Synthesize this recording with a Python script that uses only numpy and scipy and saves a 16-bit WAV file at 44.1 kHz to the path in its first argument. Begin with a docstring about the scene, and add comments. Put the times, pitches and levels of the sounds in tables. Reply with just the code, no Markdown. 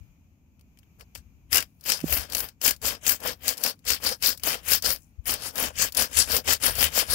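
"""Folding saw on a dry stick

A folding saw is set on a dry stick, then cuts back and forth in spells, close to the left port of a small
camera. Fibres break as dense random clicks, filtered into tearing, bite and wood, ringing modes of blade and
stick; stroke envelopes swell each cut, single teeth snag. Dull knocks and low rumble come through the hands.
Outdoors: a very faint noise scatter, a far hum and hiss of filtered noise."""
import sys
import numpy as np
from scipy import signal
from scipy.fft import rfft, irfft
from scipy.io import wavfile
from scipy.ndimage import uniform_filter1d

SR = 44100
rng = np.random.default_rng(int(sys.argv[2]) if len(sys.argv) > 2 else 0)


def waveform_to_disk(signal):
    """Save audio, clipped to [-1, 1], as 16-bit WAV at the path in sys.argv[1]."""
    frames = np.transpose(np.atleast_2d(signal))
    scaled = np.clip(frames, -1, 1) * 32767
    samples = np.round(scaled).astype(np.int16)
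    wavfile.write(sys.argv[1], SR, samples)


def magnitude_from_level(level_db):
    """Linear magnitude for a level in decibels (20 dB per decade)."""
    exponent = np.asarray(level_db, float) / 20
    return 10 ** exponent


N = 314874

# Saw strokes: fastest moment t/s, rise/s, fall/s, relative tearing level/dB, wood body over it/dB
STROKES = [(1.001, 0.021, 0.039, -57.5, 1.5), (1.149, 0.002, 0.065, -52, -8.5),
           (1.544, 0.035, 0.089, -20.5, -17), (1.906, 0.078, 0.093, -30, -13),
           (2.145, 0.13, 0.12, -29, -11.5), (2.37, 0.097, 0.13, -34, -10.5),
           (2.657, 0.05, 0.085, -24, -14.5), (2.85, 0.041, 0.12, -28, -11),
           (3.086, 0.063, 0.084, -26.5, -14), (3.271, 0.071, 0.078, -29.5, -9),
           (3.492, 0.088, 0.062, -29, -14), (3.665, 0.097, 0.066, -28, -11),
           (3.89, 0.048, 0.09, -24.5, -15), (4.067, 0.063, 0.085, -26.5, -9),
           (4.246, 0.04, 0.1, -25.5, -14.5), (4.475, 0.061, 0.12, -27, -10),
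           (4.718, 0.08, 0.078, -22.5, -16.5), (4.857, 0.041, 0.11, -22.5, -14.5),
           (5.285, 0.039, 0.096, -28.5, -11.5), (5.458, 0.097, 0.057, -33, -8.5),
           (5.613, 0.08, 0.095, -26.5, -7), (5.821, 0.072, 0.071, -21.5, -18),
           (5.996, 0.058, 0.078, -22, -12), (6.191, 0.086, 0.06, -23, -14),
           (6.341, 0.101, 0.068, -25.5, -11.5), (6.498, 0.057, 0.074, -21.5, -17.5),
           (6.654, 0.058, 0.081, -22, -12.5), (6.836, 0.13, 0.063, -24, -13.5),
           (6.986, 0.081, 0.064, -23, -10.5), (7.135, 0.086, 0.08, -25.5, -12)]
# A tooth snags and lets go: t/s, relative peak level/dB, reach into bite and wood/dB
SNAGS = [(0.594, -57, 5), (0.6103, -53.5, 3), (0.773, -55, 9), (0.7876, -47, -1), (0.8312, -60.5, 14.5),
         (0.9965, -50, 5), (1.009, -43.5, 10.5), (1.151, -30.5, 3), (1.1564, -41.5, 15), (1.1749, -42, -4),
         (1.5203, -25, 4), (1.529, -11, 2.5), (1.545, -13, 0.5), (1.5568, -8.5, -3.5), (1.5705, -11, 0.5),
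         (1.58, -12.5, -2), (1.604, -21.5, 3.5), (1.6249, -26, 6), (1.8096, -44, -15), (1.8388, -36, -11),
         (1.8596, -28, 9), (1.892, -18, -6), (1.9005, -14.5, 4), (1.9195, -14.5, 5), (1.9724, -30, -5),
         (1.991, -37.5, 12), (2.003, -31.5, 7.5), (2.012, -33, 4), (2.125, -14.5, 6), (2.1694, -26.5, 9),
         (2.2993, -32, -4), (2.3218, -24, -6), (2.3328, -25, 4), (2.3489, -13, -1), (2.381, -24, -9),
         (2.4037, -17.5, -0.5), (2.4873, -33.5, -1), (2.6152, -23.5, 3), (2.646, -30, -4),
         (2.6589, -22.5, 13.5), (2.6788, -11.5, 4.5), (2.708, -15, 2.5), (2.763, -40.5, -9),
         (2.8165, -34, -6), (2.854, -20, 2), (2.866, -29, 4), (2.889, -24, -3), (3.0656, -12.5, 2.5),
         (3.094, -12.5, 2), (3.109, -22, 0), (3.1357, -24, 0), (3.2027, -34.5, -12), (3.274, -20, -3),
         (3.48, -10.5, -2.5), (3.49, -14.5, -8), (3.571, -32, -10), (3.5782, -26.5, -10), (3.6373, -11, -9),
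         (3.6618, -17.5, 8), (3.7913, -53, -6), (3.8515, -36.5, -7), (3.8888, -24, -9), (3.9031, -11.5, 3),
         (4.04, -23, -2), (4.048, -21, -3), (4.0893, -21, -1), (4.2243, -19.5, 0), (4.375, -31.5, -8),
         (4.397, -40.5, 3), (4.435, -17.5, 2), (4.543, -23.5, 8.5), (4.706, -20, -2.5),
         (4.7193, -13.5, 2.5), (4.7328, -12.5, -8.5), (4.748, -16.5, 3.5), (4.823, -21.5, -8),
         (4.861, -23.5, -13), (4.8905, -19.5, -12), (4.9033, -15.5, 2), (5.257, -33, 3),
         (5.2946, -27, 15.5), (5.339, -17, -0.5), (5.5564, -24.5, -5), (5.58, -19.5, -10), (5.788, -22, -4),
         (5.82, -12.5, -16), (5.922, -27, -10), (5.9484, -21, -11), (5.97, -12, -9), (6.0287, -21, 1),
         (6.1707, -11.5, -6), (6.177, -18.5, -8), (6.318, -15.5, -11), (6.3656, -13, 1), (6.4768, -20, 10),
         (6.49, -19.5, 8.5), (6.511, -19.5, 10), (6.5328, -10, -3), (6.636, -14.5, -2), (6.664, -13, -11),
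         (6.753, -24, -5), (6.8077, -15, 3), (6.8274, -12.5, 7), (6.8409, -12.5, 1.5), (7.118, -25, -2)]
# Teeth stick in the kerf, then break free at once: free at t/s, stuck for/s, level just before release/dB
STICKING = [(1.852, 0.07, -9), (2.612, 0.07, -18), (2.815, 0.03, -13), (3.632, 0.05, -5.5),
            (3.851, 0.05, -10), (4.222, 0.03, -3), (4.434, 0.06, -12), (4.822, 0.028, -10),
            (5.255, 0.06, -10), (5.967, 0.066, -8), (6.168, 0.04, -2), (6.44, 0.017, -11), (6.6, 0.02, -14)]
# Colour of the cut as the kerf deepens:
# t/s, bite/dB, blade ring/dB, low blade modes/dB, stick ring/dB, drag/dB
KERF_COLOUR = [(1.0, 0, 2, 4, 0, 2.5), (1.55, 2.5, -5.5, 11, -5, -6), (1.95, 0.5, -1.5, 2.5, 1, 3),
               (2.65, 1, -0.5, 3, -2, -8), (3.3, 0.5, -0.5, 2, 5.5, 3), (3.8, -0.5, -0.5, -0.5, 3.5, -3),
               (4.5, 2, 1.5, 2, 0.5, 8), (5.08, -4, -6, 1, 5.5, 1.5), (5.22, 0.5, -1, -2, -4, -3),
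               (5.85, -0.5, 0.5, 2, -2, 5), (6.5, -0.5, 0, 0.5, 3, -7), (7.14, 1, 0.5, 2, 0.5, 3)]
# Spectral shapes of tearing, bite and wood body: f/Hz, relative level/dB
TEAR_SHAPE = [(1940, -51.5), (3300, -8), (3910, -4), (4940, -2), (8140, -5.5), (8590, -8.5), (9440, -4),
              (15100, -2.5), (16200, -2.5), (16500, -30)]
BITE_SHAPE = [(820, -32.5), (1400, -8.5), (1990, 1.5), (3140, 5.5), (3400, -0.5), (4000, -1.5),
              (5200, -23.5), (8800, -120)]
WOOD_SHAPE = [(65, -25), (110, -20.5), (151, -10.5), (258, 0.5), (380, -8.5), (469, 0.5), (674, 0.5),
              (1140, -3), (1800, -9), (2340, -29.5), (3960, -120)]
# Edges of the tearing registers, a tooth bites mostly in one: f/Hz
TEAR_EDGES_HZ = [2500, 5800, 8500, 11500, 18000]
# Ringing modes of the blade and of the stick: f/Hz, width/Hz, relative level/dB
BLADE_MODES = [(1652, 50, -13), (2874, 200, -6), (3220, 200, -20), (4570, 310, 3.5), (5080, 440, 5.5),
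               (5590, 690, 1.5), (7150, 330, -7), (8100, 83, -8.5), (9200, 300, -9.5), (11560, 250, -17),
               (12500, 400, -4.5)]
STICK_MODES = [(485, 58, -5), (560, 80, -5.5), (780, 140, -10)]
# What the right port hears in step with the left: f/Hz, gain/dB
SHARED_GAIN = [(250, -7.5), (600, -7.5), (1200, -8.5), (4000, -12), (12000, -4.5)]
# What the right port hears from other parts of blade and stick: f/Hz, gain/dB
APART_GAIN = [(250, -14.5), (600, -7), (1200, 2), (4000, 3), (12000, 15.5)]
# Right port in the camera's shadow: f/Hz, gain/dB
SHADOW_GAIN = [(60, 6.5), (400, 10.5), (1300, 2.5), (2400, 1), (4400, -2), (8000, -14), (15000, -19.5)]
# Dull knocks through the hands: t/s, peak level/dB, f/Hz, spread/s, left minus right/dB
KNOCKS = [(2.0424, -16.5, 267, 0.0016, -7), (2.0425, -28.5, 534, 0.00074, -7), (2.048, -31, 160, 0.01, -6),
          (5.193, -37, 63.4, 0.0047, 26.5)]
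# Shaking the hands pass to the camera: t/s, relative gain/dB, left minus right gain/dB
HAND_SHAKE = [(0, 14.5, 23), (0.17, 5.5, -2), (1.05, 6, -3), (1.25, 8.5, 11), (1.45, 11, 2.5),
              (1.75, -7, 8), (2.15, 5, 11), (2.4, -2.5, 6), (2.8, 2, 11.5), (3.45, -2, 8), (3.6, -14, 6),
              (3.9, -1, 7.5), (5.0, 0, 8.5), (5.45, 1.5, 6), (5.82, 3, 12), (6.0, -0.5, 10),
              (6.25, 4, 11.5), (6.6, 2.5, 7), (6.82, 9, 12), (7.0, -2, 1), (7.14, 6, 17)]
# Spectral shape of the shaking: f/Hz, relative level/dB
SHAKE_SHAPE = [(12, -40.5), (20, -12), (65, 3.5), (81, 2), (113, -11.5), (160, -8.5), (210, -42.5),
               (350, -120)]
# Spectral shape of far hum and hiss: f/Hz, relative level/dB
AIR_SHAPE = [(53, -22.5), (90, -7.5), (125, -13.5), (211, -12.5), (270, -17), (414, -32), (900, -37),
             (1750, -47), (2100, -44), (2400, -35), (2800, -42), (3600, -52), (5300, -50), (6700, -42),
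             (7600, -52), (8700, -60.5), (14500, -43.5), (16500, -64.5)]
# Level of the hiss over time: t/s, gain/dB
HISS_LEVEL = [(0, 6), (0.15, 1.5), (0.4, -1), (1.2, 3.5), (1.7, -2), (2.55, -2.5), (3.8, -1), (5.15, 2),
              (7.14, -4)]

CLICKS_PER_S, CLICK_SPREAD_DB, TEETH_PER_S = 6000, -0.5, 220
STROKE_DEPTH_DB = 30  # sunk by this one rise or fall away from the fastest moment, at share 1
RISE_POWER, FALL_POWER = 1.75, 2.46  # roundness of the swell on either side
LIFT_DB = -92.5  # below this the teeth are off the wood
DRAG_DB, DRAG_S = -34, 0.12  # the blade slides on lightly after a stroke
SNAG_T60_S, SNAG_WOOD_DB, SNAG_BITE_DB = 0.031, -18, -10
LOW_MODES_HZ = 3500
PAN_DB, PAN_WANDER_DB, LAG_SAMPLES = 12.5, -0.5, 16  # right port: gain cut, its wander, delay


def saw():
    """Tearing, ring, bite and wood follow the same strokes; the right port hears them later and duller."""
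    tear_db, wood_over_db = np.array(STROKES)[:, 3:].T
    bite_db, ring_db, low_db, stick_db, _ = curve(KERF_COLOUR)
    bites = teeth(3.8)

    grip = np.maximum(tearing() - magnitude_from_level(LIFT_DB), 0) * bites
    tear_teeth = [teeth(0.92) * magnitude_from_level(7.6 * walk(14)) for _ in TEAR_EDGES_HZ[1:]]
    bite_grip = strokes(tear_db, over_db=-9, share=0.79, late_s=0.0033) * bites * teeth(3.4)
    bite_grip *= magnitude_from_level(bite_db + 2.0 * walk(16))
    wood_grip = strokes(tear_db + wood_over_db, over_db=-1.66, share=0.72, late_s=0.0037) * bites
    wood_grip *= teeth(1.3) * magnitude_from_level(2.6 * walk(16))
    ring_grip = strokes(tear_db, over_db=-5.5, share=0.93, late_s=0.0095) * bites
    ring_grip *= magnitude_from_level(ring_db + 3.0 * walk(16))

    blade_reach = [magnitude_from_level(5.0 * walk(60) + 3.6 * walk(11) + low_db * (hz < LOW_MODES_HZ))
                   for hz, _, _ in BLADE_MODES]
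    stick_reach = [magnitude_from_level(7.7 * walk(30)) for _ in STICK_MODES]
    snag_tear, snag_wood, snag_bite = snags()

    def voice():
        """One draw of the cut in all its registers."""
        force, crack = fibres(), rng.standard_normal(N)
        shapes = (TEAR_SHAPE, BITE_SHAPE, WOOD_SHAPE)
        tear, bite, wood = (unit(colour(force, shape)) for shape in shapes)
        crack_tear, crack_bite, crack_wood = (unit(colour(crack, shape)) for shape in shapes)

        registers = []
        for gain, low_hz, high_hz in zip(tear_teeth, TEAR_EDGES_HZ, TEAR_EDGES_HZ[1:]):
            band = signal.butter(2, (low_hz, high_hz), "band", fs=SR, output="sos")
            registers.append(gain * signal.sosfiltfilt(band, tear))
        tear = unit(sum(registers))

        wood = wood + magnitude_from_level(stick_db - 11) * ring(force, STICK_MODES, stick_reach)
        cut = 0.9 * grip * tear + bite_grip * bite + wood_grip * wood
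        blade = (ring_grip + 0.12 * snag_tear) * ring(force, BLADE_MODES, blade_reach)
        snap = 0.51 * snag_tear * crack_tear + 0.5 * snag_bite * crack_bite + 0.49 * snag_wood * crack_wood
        return cut + blade + snap

    left = voice()
    right = shade(left, SHARED_GAIN) + shade(voice(), APART_GAIN)
    right = shade(right, SHADOW_GAIN) * magnitude_from_level(-PAN_DB - PAN_WANDER_DB * walk(13))
    right = np.pad(right, (LAG_SAMPLES, 0))[:N]
    return magnitude_from_level(6.0) * np.array([left, right])


def tearing():
    """Level of the tearing: the strokes and the light drag that follows them."""
    grip = strokes(np.array(STROKES)[:, 3])
    keep = np.exp(-1 / (DRAG_S * SR))
    drag = signal.lfilter([1 - keep], [1, -keep], grip)
    return grip + magnitude_from_level(DRAG_DB + curve(KERF_COLOUR)[-1]) * drag


def strokes(db, over_db=0, share=1, late_s=0):
    """Gain of all strokes: each swells to its fastest moment and sinks again as the blade slows."""
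    t = np.arange(0, N + 32, 32) / SR  # one point every 32 samples
    s, rise, fall = np.array(STROKES)[:, :3].T[:, :, None]
    d = t - s - late_s
    sunk = np.where(d < 0, (np.abs(d) / rise) ** RISE_POWER, (np.abs(d) / fall) ** FALL_POWER)
    swell_db = db[:, None] + over_db - share * STROKE_DEPTH_DB * np.minimum(sunk, 10)
    gain = magnitude_from_level(swell_db).sum(axis=0)
    # sinks while stuck, back at once when free
    stuck_db = sum(depth_db * np.clip(1 + (t - free_s) / length_s, 0, 1) ** .5 * (t < free_s)
                   for free_s, length_s, depth_db in STICKING)
    return np.interp(np.arange(N) / SR, t, gain * magnitude_from_level(share * stuck_db))


def fibres():
    """Fibres break as clicks of uneven size over a fine scrape of dust."""
    struck = rng.random(N) < CLICKS_PER_S / SR
    size = magnitude_from_level(CLICK_SPREAD_DB * np.minimum(rng.exponential(size=N), 3.5))
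    clicks = unit(struck * size * rng.standard_normal(N))
    return unit(clicks + 1.13 * rng.standard_normal(N))


def teeth(steady):
    """Teeth bite at uneven moments: each loads the cut at once and lets go within a few ms."""
    bites = (rng.random(N) < TEETH_PER_S / SR) * np.minimum(rng.exponential(size=N), 2.5)
    load = signal.lfilter([1], [1, -np.exp(-1 / (0.0028 * SR))], bites)
    return unit(steady + load)


def snags():
    """Envelopes of the snags in tearing, wood and bite: a sharp snap, then a dying release."""
    out = np.zeros((3, N + SR))
    t = np.arange(SR // 10) / SR
    release = magnitude_from_level(-60 * t / SNAG_T60_S)
    snap = 0.33 * np.exp(-t / 0.00067)
    burst = (release + snap) * np.minimum(t / 0.0003, 1)
    for s, db, depth_db in SNAGS:
        reach_db = db + np.array([[0], [SNAG_WOOD_DB + depth_db], [SNAG_BITE_DB + depth_db]])
        start = int(s * SR)
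        out[:, start:start + len(t)] += burst * magnitude_from_level(reach_db)
    return out[:, :N]


def ring(force, modes, reach):
    """Modes of blade or stick; each is reached more or less as the contact point travels."""
    total = 0
    for (hz, width_hz, db), gain in zip(modes, reach):
        mode = signal.lfilter(*signal.iirpeak(hz, hz / width_hz, fs=SR), force)
        total = total + magnitude_from_level(db) * gain * unit(mode)
    return unit(total)


def knocks():
    """Each knock is a low swing that swells fast and dies more slowly."""
    t = np.arange(N) / SR
    total = 0
    for s, db, hz, spread_s, pan_db in KNOCKS:
        side_s = np.where(t < s, spread_s, 1.23 * spread_s)
        envelope = 1 / np.cosh(np.clip((t - s) / side_s, -30, 30))
        gain = magnitude_from_level(db + np.array([[pan_db], [-pan_db]]) / 2)
        total = total + gain * np.cos(2 * np.pi * hz * (t - s)) * envelope
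    return total


def rumble():
    """Low shaking that rises with the cut, partly common to both ports."""
    hands_db, pan_db = curve(HAND_SHAKE)
    cut_db = uniform_filter1d(20 * np.log10(tearing() + magnitude_from_level(-76)), int(0.03 * SR))  # smoothed over 0.03 s
    db = -34 + 0.41 * cut_db + hands_db
    common, own = (unit(colour(rng.standard_normal(N), SHAKE_SHAPE)) for _ in range(2))
    return magnitude_from_level(db + np.array([pan_db, -pan_db]) / 2) * np.array([common, 0.54 * common + .5 * own])


def air():
    """Far hum much alike at both ports; the hiss is largely unrelated, its level changes along a curve."""
    mid, side = (unit(colour(rng.standard_normal(N), AIR_SHAPE)) for _ in range(2))
    side = colour(side, [(300, -11.5), (1200, 1.0)])
    both = np.array([mid + side, mid - side])
    hum = signal.sosfiltfilt(signal.butter(2, 900., fs=SR, output="sos"), both)
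    hiss = (both - hum) * magnitude_from_level(curve(HISS_LEVEL)[0] + 1.5 * walk(3.0))
    return magnitude_from_level(-62 + 1.3 * walk(2.2) + np.array([[1.5], [-1.5]])) * (hum + hiss)


def unit(x):
    """Scale to rms 1."""
    return x / np.sqrt(np.mean(x ** 2))


def colour(x, points):
    """Causal minimum-phase filter through (f/Hz, gain/dB) points."""
    hz = np.maximum(np.arange(8193) * SR / 16384, 1)
    p = np.array(points, float)
    db = np.interp(np.log(hz), np.log(p[:, 0]), p[:, 1])
    cepstrum = irfft(np.log(magnitude_from_level(db)))
    cepstrum[1:8192] *= 2  # fold onto positive time
    cepstrum[8193:] = 0
    return signal.fftconvolve(x, irfft(np.exp(rfft(cepstrum))))[:N]


def shade(x, points):
    """Filter through (f/Hz, gain/dB) points that adds no delay."""
    p = np.array(points, float)
    hz = np.maximum(np.arange(N // 2 + 1) * SR / N, 1)
    db = np.interp(np.log(hz), np.log(p[:, 0]), p[:, 1])
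    return irfft(rfft(x) * magnitude_from_level(db), N)


def walk(rate_hz):
    """Random levels held 1 / rate_hz and smoothed twice over that time."""
    k = int(SR / rate_hz)
    held = np.repeat(rng.standard_normal(N // k + 1), k)
    return 0.75 * uniform_filter1d(uniform_filter1d(held, k), k)[:N]


def curve(rows):
    """Columns of a (t/s, value, ..) table, one value a sample."""
    s, *columns = np.transpose(rows)
    return [np.interp(np.arange(N) / SR, s, c) for c in columns]


def scene():
    """Saw, knocks and shaking over the open air, with a faint scatter from ground and rock."""
    cut = saw()
    t = np.arange(SR // 4) / SR
    scatter = rng.standard_normal((2, len(t))) * magnitude_from_level(-55.5 - 60 * t / 0.19) * (t > .004)
    echo = signal.fftconvolve(cut, scatter, axes=1)[:, :N]
    return cut + echo + knocks() + rumble() + air()


def band_limit(x):
    """A steep low-pass at the top of the band."""
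    return signal.sosfilt(signal.butter(12, 16660, fs=SR, output="sos"), x)


def record(dry):
    """The camera cuts the deepest bass and the top, and clips at full scale."""
    x = signal.sosfilt(signal.butter(2, 35., "high", fs=SR, output="sos"), dry)
    x = signal.sosfilt(signal.ellip(10, .2, 45, 15750, fs=SR, output="sos"), x)
    return band_limit(np.clip(x, -1, 1))


dry = scene()
out = record(dry)
waveform_to_disk(out)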